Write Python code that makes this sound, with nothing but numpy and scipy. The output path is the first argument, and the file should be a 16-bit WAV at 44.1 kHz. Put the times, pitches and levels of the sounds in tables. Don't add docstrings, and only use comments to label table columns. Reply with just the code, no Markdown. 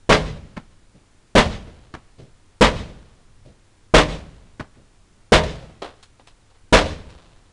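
import sys
import numpy as np
from scipy import signal
from scipy.fft import rfft, irfft
from scipy.io import wavfile

SR = 44100
rng = np.random.default_rng(int(sys.argv[2]) if len(sys.argv) > 2 else 0)


def to_wav(sig):
    pcm = np.clip(np.atleast_2d(sig), -1, 1) * 32767
    pcm = np.round(pcm).astype(np.int16)
    wavfile.write(sys.argv[1], SR, pcm.T)


N = 331632
T = np.arange(SR) / SR


def undb(db):
    return 10 ** (np.asarray(db) / 20)


def unit(x):
    return x / np.sqrt(np.mean(x ** 2))


def add(out, s, x):
    i = int(s * SR)
    out[i:i + len(x)] += x[:len(out) - i]


def through(x, response):
    return signal.fftconvolve(x, response)[:len(x)]


def colour(x, points, tilt_db=0, size=4096):
    hz, db = np.transpose(points)
    octave = np.log2(np.maximum(np.arange(size // 2 + 1), .5) * SR / size)
    gain = unit(undb(np.interp(octave, np.log2(hz), db) + tilt_db * octave))
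    cepstrum = irfft(np.log(gain))
    cepstrum[1:size // 2] *= 2
    cepstrum[size // 2 + 1:] = 0
    return through(x, irfft(np.exp(rfft(cepstrum))))


def snaps(rate):
    return unit(rng.standard_normal(SR) * (rng.random(SR) < rate / SR) + 1e-9)


def swell(start, rise, fall):
    t = np.maximum(T - start, 0)
    return (1 - np.exp(-t / rise)) * np.exp(-t / fall)


def burst(start, rise, length):
    t = np.maximum(T - start, 0)
    return (1 - np.exp(-t / rise)) * np.exp(-(t / length) ** 1.46)


def half_sine(length_s):
    return np.sin(np.pi * np.minimum(T / length_s, 1))


# f/Hz, level/dB
AIR_EQ = [(20, -2.5), (40, -5), (60, -14.5), (100, -9), (150, -20), (300, -22), (600, -29.5), (1100, -30),
          (3000, -36), (7000, -38.5), (10500, -40.5)]


def air():
    bed = unit(colour(rng.standard_normal(N), AIR_EQ))
    rumble = signal.sosfilt(signal.butter(2, 250, fs=SR, output="sos"), bed)
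    drift_db = 1.6 * np.interp(np.linspace(0, 1, N), np.linspace(0, 1, 40), rng.standard_normal(40))
    return undb(-52) * (bed + rumble * (undb(drift_db) - 1))


def whine(hz=7138):
    return undb(-82) * unit(np.sin(2 * np.pi * hz * np.arange(N) / SR))


# t/s, bang level/dB, second bite delay/s, second bite level/dB, chip level/dB
AXE_CUES = [(0.0914, -3.5, 0.032, -1, -59), (1.3512, -3, .029, 1, -50.5), (2.609, -1.5, 0.033, -11.5, -53),
            (3.9386, 0, 0.041, -5.5, -53.5), (5.3198, -0.5, .022, -13, -56), (6.7249, 0, 0.052, -13.5, -44)]


def axe_blows(out, low_trim_db=.76):
    for s, db, bite_s, bite_db, chips_db in AXE_CUES:
        tilt_db = .5 * (-.87 + .4 * db)
        hit = undb(db) * bang(bite_s, bite_db, tilt_db, low_trim_db)
        boom = undb(low_trim_db) * cabin_boom()
        rattle = undb(2.3 + .9 * db) * fittings_rattle()
        add(out, s, hit + boom + rattle + undb(chips_db) * falling_chips())


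# f/Hz, level/dB
SLAM_EQ = [(40, -12.5), (110, -6.5), (200, 6.5), (330, 1.5), (480, 7), (640, 3), (800, -6), (1100, -7),
           (2000, -20), (4000, -20.5), (10000, -33.5)]
# f/Hz, level/dB
SKIN_EQ = [(40, -11), (150, -3), (330, -5), (560, 0), (780, -4), (1050, -1.5), (1500, -5), (2050, -4.5),
           (2400, -8.5), (3400, -8), (5000, -15.5), (7500, -23), (10000, -31)]


def bang(bite_s, bite_db, tilt_db, low_trim_db):
    shove = -half_sine(.002) ** 2
    heave = -undb(low_trim_db) * np.cos(2 * np.pi * 44.5 * T) * half_sine(.068)
    slam = colour(rng.standard_normal(SR) * swell(.0013, rise=.00033, fall=.023), SLAM_EQ)
    force = burst(.0043, rise=.0036, length=.043) + undb(bite_db) * swell(bite_s, rise=.0014, fall=.02)
    crunch = colour(snaps(rate=8000) * force, SKIN_EQ, tilt_db)
    clang = through(snaps(rate=3700) * force, wall_ring())
    return undb(-3) * shove + undb(-14) * heave + undb(-4) * slam + undb(-5) * crunch + undb(-13) * clang


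# f/Hz, level/dB
WALL_MODES = [(47, -9.5), (79, -6), (158, -4.5), (199, -7), (226, -8), (300, -7.5), (425, -4.5), (483, -5),
              (511, -5.5), (560, -8.5), (619, -1), (704, -8), (917, -6.5), (982, -4), (1048, -4),
              (1182, -9.5), (1849, -7), (2017, -6.5), (2140, -8), (2547, -10), (2849, -6.5), (3475, -9),
              (4034, -13.5)]


def wall_ring(detune=.0016, mid_t60_s=.27, damping=.45):
    hz, db = np.transpose(WALL_MODES)[:, :, None]
    t60 = mid_t60_s * (hz / np.median(hz)) ** -damping
    hz = hz * (1 + detune * rng.standard_normal(hz.shape))
    decay = np.exp(-np.log(1000) * T / t60)
    ring = np.sum(undb(db) * np.sin(2 * np.pi * hz * T) * decay, axis=0)
    return ring / np.linalg.norm(ring)


# f/Hz, level/dB
CABIN_EQ = [(25, -2), (55, 7), (110, 1), (170, -0.5), (300, -9.5), (540, -11.5), (750, -18.5), (1200, -22),
            (3000, -26.5), (9000, -44.5)]


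def cabin_boom():
    boom_and_echo = swell(.0044, rise=.0047, fall=.085) + undb(-9) * swell(.11, rise=.0042, fall=.15)
    return undb(-22.5) * colour(rng.standard_normal(SR) * boom_and_echo, CABIN_EQ)


# f/Hz, level/dB
RATTLE_EQ = [(100, -10.5), (300, -5), (540, 7.5), (750, -1.5), (1300, -9.5), (4000, -13), (10000, -31)]


def fittings_rattle():
    contacts = through(snaps(rate=110) ** 2, np.exp(-T / .02))
    chatter = unit(np.sqrt(np.abs(contacts))) * rng.standard_normal(SR)
    return undb(-23.5) * colour(chatter * swell(.044, rise=.024, fall=.077), RATTLE_EQ)


# f/Hz, level/dB
YARD_EQ = [(100, -5.5), (600, -4), (1500, -4), (3000, 0), (6000, 3), (10000, 0)]


def yard_echo(x, delay_s=.13, spread_s=.041):
    near_envelope = unit(swell(.011, rise=.011, fall=.036))
    far_envelope = unit(burst(delay_s, rise=.0064, length=spread_s))
    near = colour(rng.standard_normal(SR) * near_envelope, YARD_EQ, tilt_db=-2.5)
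    far = colour(rng.standard_normal(SR) * far_envelope, YARD_EQ)
    return through(x, (undb(-28) * near + undb(-25.5) * far) / np.sqrt(SR))


# f/Hz, level/dB
DEBRIS_EQ = [(100, -26), (300, -2.5), (600, 2), (1200, -2.5), (2200, -11), (3200, -8.5), (4100, -10),
             (5200, -17), (10000, -28.5)]


def falling_chips():
    return colour(snaps(rate=900) * swell(.29, rise=.1, fall=.18), DEBRIS_EQ, tilt_db=.5)


# f/Hz, level/dB
KNOCK_EQ = [(50, 0), (170, 6.5), (400, -3), (700, -4.5), (1100, -4.5), (1450, -6.5), (1800, -10.5),
            (2800, -17), (5000, -25), (10000, -39)]
# t/s, level/dB, bounce level/dB
KNOCK_CUES = [(0.565, -28.5, -1), (1.9379, -28.5, -1), (4.596, -26.5, -10)]


def knocks(out, bounce_s=.011):
    contact = swell(0, rise=.0028, fall=.0087)
    bounce = swell(bounce_s, rise=.00045, fall=.0022)
    tail = undb(-13.5) * swell(0, rise=.0017, fall=.03)
    for s, db, bounce_db in KNOCK_CUES:
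        envelope = contact + undb(bounce_db) * bounce + tail
        add(out, s, undb(db + 4.5) * colour(snaps(rate=5100) * envelope, KNOCK_EQ))


# f/Hz, level/dB
STEP_EQ = [(40, -7), (130, 6), (260, -3), (600, -7.5), (1000, -26), (4000, -27.5), (10000, -42.5)]
# t/s, level/dB
STEP_CUES = [(.94, -50.5), (2.18, -39), (3.448, -43.5), (4.759, -49)]


def footsteps(out, press_s=.019):
    press = swell(0, rise=press_s, fall=2 * press_s)
    for s, db in STEP_CUES:
        add(out, s, undb(db + 8) * colour(snaps(rate=5700) * press, STEP_EQ))


# t/s, level/dB, tilt/(dB per octave)
CLATTER_CUES = [(5.693, -44, -3.5), (5.8183, -26.5, -1.5), (6.026, -42.5, 5.5), (6.194, -46.5, -1.5),
                (6.27, -43, 3.5), (6.501, -50.5, -0.5), (6.546, -52, 1), (7.099, -48, 3.5)]


def clatters(out):
    for s, db, tilt_db in CLATTER_CUES:
        decay_s = .038 * 2 ** ((db + 26.5) / 16)
        chatter = snaps(rate=5000) * swell(0, rise=.0016, fall=decay_s)
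        add(out, s, undb(db) * colour(chatter, DEBRIS_EQ, tilt_db))


def scene():
    out = np.zeros(N)
    axe_blows(out)
    knocks(out)
    footsteps(out)
    clatters(out)
    return (out + yard_echo(out) + air() + whine())[None]


def record(dry):
    mic_hz, roll_hz, top_hz, clip_level = 10400, 10900, 11800, .68
    heard = signal.sosfilt(signal.ellip(6, .3, 60, mic_hz, fs=SR, output="sos"), dry)
    clipped = np.clip(heard, -clip_level, clip_level)
    rolled = signal.sosfiltfilt(signal.butter(6, roll_hz, fs=SR, output="sos"), clipped)
    return signal.sosfilt(signal.ellip(8, .1, 70, top_hz, fs=SR, output="sos"), rolled)


dry = scene()
out = record(dry)
to_wav(out)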